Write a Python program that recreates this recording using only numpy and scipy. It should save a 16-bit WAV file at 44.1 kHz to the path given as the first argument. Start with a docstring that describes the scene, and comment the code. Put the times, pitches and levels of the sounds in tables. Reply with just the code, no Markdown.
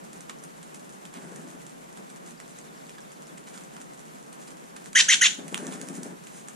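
"""Over the low hum and hiss of open air (filtered noise), jays gather peanuts on wet concrete by a snow bank.
Beaks and claws tick (decaying noise bursts), shells knock (damped tones) and grit scrapes (noise swells).
One bird soon flies off (pulsed noise); then a small far songbird whistles (gliding sine tones).
Late on, a close jay scolds three times (two pulsed voices through resonances) and the group takes wing."""
import sys
import numpy as np
from scipy import signal
from scipy.fft import rfft, irfft
from scipy.io import wavfile
from scipy.ndimage import uniform_filter1d

SR = 44100
rng = np.random.default_rng(int(sys.argv[2]) if len(sys.argv) > 2 else 0)


def int16_out(signal):
    """Quantize to a 16-bit WAV file."""
    q = np.round(np.clip(np.atleast_2d(signal).T, -1, 1) * 32767)
    wavfile.write(sys.argv[1], SR, q.astype(np.int16))


N = 288855
TIME = np.arange(N) / SR
BINS = np.fft.rfftfreq(N, 1 / SR)

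# open-air spectrum: (frequency [Hz], relative level [dB])
AIR_SPECTRUM = [(59, -68), (100, -38), (118, -27), (131, -4.5), (162, 1), (352, -6.5), (383, -7),
                (443, -8.5), (646, -12.5), (1290, -17), (1730, -17.5), (4940, -26), (7350, -22.5),
                (12200, -29.5), (15000, -44)]
# stereo width of the air: (frequency [Hz], side level against mid [dB])
AIR_WIDTH = [(60, -3), (110, -1), (200, 0.5), (380, 3), (700, 10), (1290, 8), (2380, 0.5), (4400, -4),
             (8120, 2), (15000, -2.5)]
# echoes of the house wall and eaves: (delay [s], relative level [dB])
WALL_ECHOES = [(.0115, -13), (.016, -23), (.027, -37)]
# stereo widening of patio sounds: (frequency [Hz], phase lead of the left channel [rad])
PATIO_PHASE = [(100, -2.5), (340, 0.4), (780, -1.5), (1810, -5.5), (3100, -5), (5250, -7), (11000, -8)]
# level between the channels: (frequency [Hz], left minus right [dB])
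PATTER_BALANCE = [(1000, -1), (8000, -1.1)]
TICK_BALANCE = [(1000, -5.0), (8000, -2.5)]
KNOCK_BALANCE = [(1000, -1), (8000, -1)]
SHUFFLE_BALANCE = [(1000, -2), (8000, -2.0)]
WING_BALANCE = [(200, 5.4), (1500, 0.43), (8000, .3)]

# sharpest ticks of beaks, claws, shells and wing tips:
# (time [s], relative body level [dB], relative edge level [dB])
TICKS = [(.1323, -54, -42.5), (.2081, -53, -45), (0.297, -39, -39), (0.4392, -53, -40.5),
         (.6301, -51, -45.5), (0.7462, -50, -40.5), (1.054, -46, -43), (1.1412, -43, -46),
         (1.3608, -54, -44.5), (1.6673, -53, -46), (1.9743, -54, -49), (2.1016, -54, -48.5),
         (2.263, -53, -48), (2.4019, -45, -46), (2.588, -52, -41.5), (2.895, -49, -50), (2.984, -42.5, -57),
         (3.5775, -43, -44.5), (3.7669, -43, -49), (3.816, -52, -44), (4.3293, -53, -44), (4.765, -44, -48),
         (4.8599, -44, -43.5), (4.9318, -47, -43), (5.482, -44, -39), (5.545, -25.5, -25),
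         (5.578, -35, -31), (5.669, -43, -35), (5.7246, -36.5, -42), (5.7388, -46, -34), (5.8153, -41, -34),
         (5.8873, -44, -36.5), (6.033, -60, -34), (6.2711, -50, -43.5), (6.4858, -45, -37.5)]
# low body of a tick: (frequency [Hz], relative level [dB])
TICK_BODY = [(500, -8), (1200, 4.5), (1800, -1.5), (2500, -3), (3600, -5), (5000, -10.5), (9000, -27)]
# bright edge of a tick: (frequency [Hz], relative level [dB])
TICK_EDGE = [(2500, -13.5), (4800, -11.5), (6500, 1), (9300, 1.5), (11500, -14), (15000, -26)]
# a middling contact [relative dB]; share of a harder blow, in dB, that goes into the scuff
MIDDLING_TICK_DB, SCUFF_FOLLOWS = -42.5, .45
# hollow knocks of peanut shells: (time [s], frequency [Hz], level [dB])
SHELL_KNOCKS = [(0.2966, 1845, -35.5), (2.402, 1940, -47), (2.984, 1660, -42), (3.377, 2100, -49),
                (3.552, 1490, -43), (4.765, 2216, -47)]
# feet and feathers scraping over grit:
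# (time [s], Gaussian half length [s], body level [dB], edge level [dB])
SHUFFLES = [(.299, .003, -38, -50), (1.16, .02, -49, -59), (2.285, 0.015, -57, -52),
            (3.379, 0.0045, -49.5, -49), (3.478, 0.0066, -45, -49), (3.555, 0.013, -50, -50),
            (4.427, 0.017, -56, -51.5), (4.482, .007, -50, -48), (4.769, 0.0059, -46, -50),
            (5.735, 0.02, -49, -50), (5.96, 0.017, -52, -45), (6.367, 0.037, -56, -50)]

# bursts of flapping: (first wingbeat [s], length [s], wingbeat rate [1/s],
# relative thump level [dB], relative swish level [dB], fading [dB/s])
FLIGHTS = [(1.171, 0.45, 13.2, -39, -45.5, 12), (4.961, 0.071, 14, -41, -58, 20),
           (5.389, .16, 12.6, -35.5, -46, 70), (5.526, 0.64, 13.15, -34, -41, 3),
           (5.629, 0.11, 17, -33.5, -44, 9)]
# thump of moved air: (frequency [Hz], relative level [dB])
THUMP_SPECTRUM = [(80, -27), (130, -11), (170, -0.5), (240, 0), (340, -4), (450, -9), (620, -12.5),
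                  (800, -22.5), (1500, -30), (3000, -60)]
# the puff after evening out: (frequency [Hz], relative level [dB])
PUFF_SPECTRUM = [(110, -16), (170, -0.5), (270, -2), (450, -4), (650, -3.5), (900, -10), (2000, -28)]
# feather swish: (frequency [Hz], relative level [dB])
FEATHER_SPECTRUM = [(400, -7), (800, 10), (1600, 7.5), (3000, -7.5), (4800, -10.5), (7500, 0),
                    (10000, -2.5), (12000, -31), (15000, -29)]
STROKE_RISE_S, STROKE_FALL_S = 0.0062, 0.0082   # exponential time constants
# the wings lift this share of a beat before each downstroke but a burst's first;
# levels against the downstroke
UPSTROKE_PHASE, UPSTROKE_THUMP_DB, UPSTROKE_SWISH_DB = 0.37, -14, -3
RUSH_DB, HISS_DB, RUSH_RISE_S = -10, -7.5, .04   # rush against thump, hiss against swish
FLIGHT_FADE_S = 0.068   # the last strokes die away over this time
SWISH_FADES_FASTER_DB_PER_S = 7.5   # the feathers' treble is lost sooner as the bird turns away

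# one songbird syllable: (time after its start [s], frequency [Hz], relative level [dB])
SYLLABLE = [(0, 4180, -4), (.015, 4800, 11), (.03, 5200, -25), (.045, 5670, 13), (.06, 4400, 2),
            (.085, 3550, 5), (.105, 3220, -8)]
SONG_START_S, SYLLABLE_EVERY_S = 2.365, .1214

# scolds: (time [s], level [dB], pitch factor [1])
SCOLDS = [(4.950, -14, 0.99), (5.082, -15, 0.99), (5.209, -15, 0.96)]
# the two sides of the syrinx, before the pitch factor:
# (time after the scold's start [s], upper voice [Hz], lower voice [Hz])
SYRINX = [(0, 1482, 1431), (.011, 1728, 1556), (.018, 2097, 1579), (.024, 1862, 1531), (.030, 2233, 1630),
          (.036, 2102, 1513), (.044, 2020, 1230), (.052, 1840, 984), (.067, 1255, 692)]
# beak opening: (time after the scold's start [s], gape [0-1])
BEAK_GAPE = [(0, 0.01), (.02, 0.22), (.036, .75), (.052, 0.91)]
# throat and beak resonances: (frequency [Hz], width [Hz],
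# relative level with the beak barely open [dB], gain as it opens wide [dB])
THROAT = [(1940, 800, 1, -5.5), (3060, 1040, -6, 6), (3730, 750, -16.5, 18), (6000, 800, 1, -5),
          (6600, 540, 6, -11.5), (7160, 380, -10.5, 10), (9800, 2000, -7.5, -10.5)]
# stereo widening of the scolds: (frequency [Hz], phase lead of the left channel [rad])
SCOLD_PHASE = [(500, 8.5), (1030, 1), (1810, -5.5), (3010, -5.5), (5430, -5.5), (6550, -6), (9730, -4.5)]
# level between the channels for the scolds: (frequency [Hz], left minus right [dB])
SCOLD_BALANCE = [(700, 3), (1290, -12), (1800, 0), (2380, 4.5), (4400, -3), (8120, 0.5)]
# what the surroundings throw back of a scold: (frequency [Hz], gain [dB])
SCOLD_REFLECTION = [(1000, 3.5), (1900, -3), (3000, 1.0), (4600, 3.5), (6200, 2.5), (7500, 6.0)]
# a scold swells, holds and stops; it sags briefly where the lower voice takes over
SCOLD_S, SCOLD_ATTACK_S, SCOLD_RELEASE_S = 0.067, 0.0082, .006
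HANDOVER_S, HANDOVER_WIDTH_S, HANDOVER_DB = .036, 0.0065, -3
LOWER_VOICE_DB, LOWER_VOICE_GAIN_DB = -14.5, 35   # relative level at first; gain at its strongest
LOWER_VOICE_PEAK_S, LOWER_VOICE_WIDTH_S = 0.041, .019   # the lower voice swells and ebbs in the scold

# microphone self-noise: (frequency [Hz], relative level [dB])
SELF_NOISE = [(10, -9), (28, -2), (45, -7), (110, -12.5), (1000, -52)]
CUTOFF_HZ = 15000


def from_db(db):
    """Logarithmic level: 20 dB is a tenfold amplitude."""
    return 10 ** (np.asarray(db) / 20)


def rms_one(x):
    """Power normalisation: scale to rms 1."""
    return x / np.sqrt(np.mean(x ** 2) + 1e-20)


def along(rows, t):
    """Linear interpolation: each column of a curve at the times t."""
    s, *columns = np.transpose(rows)
    return [np.interp(t, s, c) for c in columns]


def by_hz(points):
    """Interpolation over log frequency: a table read at every bin."""
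    hz, value = np.transpose(points)
    return np.interp(np.log(BINS + 1), np.log(hz + 1), value)


def colour(x, spectrum):
    """Linear filtering by a (Hz, dB) table, keeping the power of white noise."""
    return irfft(rfft(x) * rms_one(from_db(by_hz(spectrum))), N)


def noise(spectrum):
    """Spectral shaping of white noise, at about rms 1."""
    return colour(rng.standard_normal(N), spectrum)


def drift(hz, size=N):
    """Low-passed random fluctuation of rms 1."""
    sos = signal.butter(2, hz, fs=SR, output="sos")
    settled = signal.sosfilt(sos, rng.standard_normal(size + SR))[SR:]
    return rms_one(settled)


def swell(s, rise_s, fall_s):
    """Exponential growth and decay about a peak of 1 at time s."""
    out = np.zeros(N)
    near = slice(max(int((s - .06) * SR), 0), int((s + .25) * SR))
    t = TIME[near] - s
    out[near] = np.exp(np.minimum(t / rise_s, -t / fall_s))
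    return out


def gate(t, length_s, attack_s, release_s):
    """Linear envelope: attack, hold and release, all within the length."""
    return np.clip(np.minimum(t / attack_s, (length_s - t) / release_s), 0, 1)


def resonate(x, hz, width):
    """Two-pole resonance: gain near 1 at its peak."""
    r = np.exp(-np.pi * width / SR)
    zeros = [(1 - r * r) / 2, 0, (r * r - 1) / 2]
    poles = [1, -2 * r * np.cos(2 * np.pi * hz / SR), r * r]
    return signal.lfilter(zeros, poles, x + 1e-18)


def place(x, phase, balance):
    """Stereo widening: left and right channels differ in phase and level by frequency."""
    half = np.exp(.5j * by_hz(phase)) * from_db(by_hz(balance) / 2)
    return irfft(rfft(x) * np.array([half, 1 / half]), N)


def patio(x, tail_db, t60, echo_db):
    """Reflection and scattering: a few wall echoes and a diffuse decay from snow and trees."""
    t = TIME[:SR // 2]
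    decay = from_db(-60 * t / t60) * np.clip(t / 0.011, 0, 1)
    scatter = rng.standard_normal((2, len(t))) * decay
    response = from_db(tail_db) * rms_one(scatter) / np.sqrt(len(t))
    for s, db in WALL_ECHOES:
        arrivals = (SR * (s + rng.uniform(0, .0005, 2))).astype(int)   # one per channel
        response[[0, 1], arrivals] += from_db(db + echo_db)
    return signal.fftconvolve(x[None], response, axes=1)[:, :N]


def air(level_db=-50.0, flicker_db=0.9):
    """Mid-side superposition: wide outdoor hum and hiss wander a little in level."""
    mid = noise(AIR_SPECTRUM)
    side = irfft(rfft(noise(AIR_SPECTRUM)) * from_db(by_hz(AIR_WIDTH)), N)
    pair = from_db(level_db) * (mid + side * [[1], [-1]])
    hum = signal.sosfiltfilt(signal.butter(2, 1500, fs=SR, output="sos"), pair)
    hiss = pair - hum
    return hum * from_db(flicker_db * drift(11.6)) + hiss * from_db(flicker_db * drift(17))


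def patter(per_s=18, level_db=-32.5, spread_db=3):
    """Random impulse train: faint ticks of claws and dripping melt water."""
    strength = from_db(level_db + spread_db * np.clip(rng.standard_normal(N), -2, 2))
    clicks = (rng.random(N) < per_s / SR) * strength
    out = colour(clicks, TICK_EDGE) + from_db(-9) * colour(clicks, TICK_BODY)
    return place(out, PATIO_PHASE, PATTER_BALANCE) + patio(out, tail_db=1, t60=.09, echo_db=4)


def ticks(crack_db=6, scuff_db=-6, crack_s=0.0005, scuff_s=0.011):
    """Impact and friction: a sharp crack in a grainy scuff of shell and grit; harder blows are cleaner."""
    out = 0
    for column, spectrum in enumerate([TICK_BODY, TICK_EDGE], 1):
        crack = scuff = 0
        for row in TICKS:
            s, db = row[0], row[column]
            crack = crack + from_db(db + crack_db) * swell(s - .0004, 0.0002, crack_s)
            dulled_db = MIDDLING_TICK_DB + SCUFF_FOLLOWS * (db - MIDDLING_TICK_DB)
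            scuff = scuff + from_db(dulled_db + scuff_db) * swell(s, 0.0037, scuff_s)
        grain = rng.standard_normal(N) * from_db(1.3 * drift(570))
        out = out + colour((crack + scuff) * grain, spectrum)
    return place(out, PATIO_PHASE, TICK_BALANCE) + patio(out, tail_db=-7.0, t60=0.21, echo_db=-2.5)


def knocks(ring_s=0.0036):
    """Damped free vibration: a pecked shell rings for a few cycles at its own pitch."""
    out = 0
    for s, hz, db in SHELL_KNOCKS:
        tone = np.sin(2 * np.pi * hz * (TIME - s))
        out = out + from_db(db) * swell(s, 0.00087, ring_s) * tone
    return place(out, PATIO_PHASE, KNOCK_BALANCE) + patio(out, tail_db=-10, t60=.2, echo_db=0)


def shuffles(grain_db=3):
    """Sliding friction: a gritty scrape swells and fades, in the same colours as the ticks."""
    out = 0
    for column, spectrum in enumerate([TICK_BODY, TICK_EDGE], 2):
        level = 0
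        for row in SHUFFLES:
            level = level + from_db(row[column]) * np.exp(-.5 * ((TIME - row[0]) / row[1]) ** 2)
        out = out + level * rms_one(noise(spectrum) * from_db(grain_db * drift(200)))
    return place(out, PATIO_PHASE, SHUFFLE_BALANCE) + patio(out, tail_db=-7, t60=.2, echo_db=-2)


def flight(start, length, per_s, thump_db, swish_db, fading_db):
    """Periodic modulation: even beats fade as a bird leaves; envelopes of puff, swish, rush and hiss."""
    beats = np.arange(0, length, 1 / per_s)

    def strokes(lead_s):
        return sum(swell(start + s - lead_s, STROKE_RISE_S, STROKE_FALL_S) for s in beats if s >= lead_s)

    down, up = strokes(0), strokes(UPSTROKE_PHASE / per_s)
    flown = np.clip(TIME - start, 0, length)
    near = from_db(-fading_db * flown) * np.clip((length - flown) / FLIGHT_FADE_S, 0, 1)
    thump = near * from_db(thump_db)
    swish = near * from_db(swish_db - SWISH_FADES_FASTER_DB_PER_S * flown)
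    stirred = np.clip((TIME - start) / RUSH_RISE_S + .5, 0, 1)
    return [thump * (down + from_db(UPSTROKE_THUMP_DB) * up),
            swish * (down + from_db(UPSTROKE_SWISH_DB) * up),
            thump * from_db(RUSH_DB) * stirred,
            swish * from_db(HISS_DB) * stirred]


def wings():
    """Aerodynamic noise: strokes shove puffs of air and swish feathers; stirred air rushes throughout."""
    # birds add in power
    push, swish, rush, hiss = np.linalg.norm([flight(*row) for row in FLIGHTS], axis=0)
    puff = noise(THUMP_SPECTRUM)
    even = puff / np.abs(signal.hilbert(puff))   # a stroke is one even push
    puff = rms_one(colour(even, PUFF_SPECTRUM))
    feathers = np.hypot(swish, hiss) * noise(FEATHER_SPECTRUM) * from_db(2.0 * drift(260))
    out = push * puff + rush * noise(THUMP_SPECTRUM) + feathers
    return place(out, PATIO_PHASE, WING_BALANCE) + patio(out, tail_db=-7, t60=0.51, echo_db=2.5)


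def songbird(level_db=-68.5, fading_db=3, count=8):
    """Frequency modulation: far, thin whistles rise, then fall, wavering in level through the trees."""
    out = np.zeros(N)
    hz, db = along(SYLLABLE, TIME[:int(SYLLABLE[-1][0] * SR)])
    for s in SONG_START_S + SYLLABLE_EVERY_S * np.arange(count):
        waver = 1 + 0.013 * drift(200, size=len(hz)) + 0.0198 * drift(19.3, size=len(hz))
        turns = np.cumsum(hz * waver) / SR
        start = int(s * SR)
        out[start:start + len(hz)] += from_db(db + level_db) * np.sin(2 * np.pi * turns)
    out = out * from_db(fading_db * drift(40))
    return out + patio(out, tail_db=-5, t60=.4, echo_db=-3)


def scold(pitch, jitter=0.032, waver=0.02, sharpness=2.32, rasp=0.33, coupling=3.2, hiss_db=-36):
    """Nonlinear coupling: two membranes pulse one air stream, so sum tones sound; one slides far down."""
    t = TIME[:int(SCOLD_S * SR)]
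    gape, = along(BEAK_GAPE, t)

    def bump(peak_s, width_s):
        return np.exp(-((t - peak_s) / width_s) ** 2)

    lower_db = LOWER_VOICE_DB + LOWER_VOICE_GAIN_DB * bump(LOWER_VOICE_PEAK_S, LOWER_VOICE_WIDTH_S)
    envelope = gate(t, SCOLD_S, SCOLD_ATTACK_S, SCOLD_RELEASE_S)
    envelope = envelope * from_db(HANDOVER_DB * bump(HANDOVER_S, HANDOVER_WIDTH_S))
    pulses = []
    for hz in along(SYRINX, t):
        unsteady = 1 + jitter * drift(713, size=len(t)) + waver * drift(81, size=len(t))
        turns = np.cumsum(pitch * hz * unsteady) / SR
        pulses.append(np.exp(sharpness * (np.cos(2 * np.pi * turns) - 1)))
    upper, lower = pulses
    lower = lower * from_db(lower_db)
    flow = upper + 1.04 * lower + coupling * upper * lower
    rough = flow * (1 + rasp * rng.standard_normal(len(t)))
    pressure = np.diff(rough, prepend=flow[0])
    # the opening beak moves the weight from the lowest resonance up to the middle ones
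    voice = 0
    for k, (hz, width, db, open_db) in enumerate(THROAT):
        gain = from_db(db + open_db * gape + 2.13 * drift(66, size=len(t)))
        voice = voice + (-1) ** k * gain * resonate(pressure, hz, width)
    voice = signal.sosfilt(signal.butter(2, [1300, 8000], "band", fs=SR, output="sos"), voice)
    voice = signal.sosfilt(signal.butter(12, 10300, fs=SR, output="sos"), voice)
    voice = voice / np.sqrt(uniform_filter1d(voice ** 2, size=70) + 1e-12)   # even out the level
    return (voice + from_db(hiss_db) * rng.standard_normal(len(t))) * envelope


def jay():
    """Frequency-dependent reflection: three quick harsh calls come back mostly by their bright part."""
    out = np.zeros(N)
    for s, db, pitch in SCOLDS:
        call = from_db(db) * scold(pitch)
        start = int(s * SR)
        out[start:start + len(call)] += call
    thrown = irfft(rfft(out) * from_db(by_hz(SCOLD_REFLECTION)), N)
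    return place(out, SCOLD_PHASE, SCOLD_BALANCE) + patio(thrown, tail_db=-10, t60=0.31, echo_db=0.5)


def scene():
    """Superposition: all sources add."""
    return air() + patter() + ticks() + knocks() + shuffles() + wings() + songbird() + jay()


def record(dry, low_cut_hz=135, self_noise_db=-78):
    """Band limiting: a steep wind filter, faint low self-noise, and the top cut."""
    out = signal.sosfilt(signal.butter(8, low_cut_hz, "high", fs=SR, output="sos"), dry)
    out = out + from_db(self_noise_db) * noise(SELF_NOISE)
    return signal.sosfilt(signal.ellip(10, .3, 80, CUTOFF_HZ, fs=SR, output="sos"), out)


dry = scene()
out = record(dry)
int16_out(out)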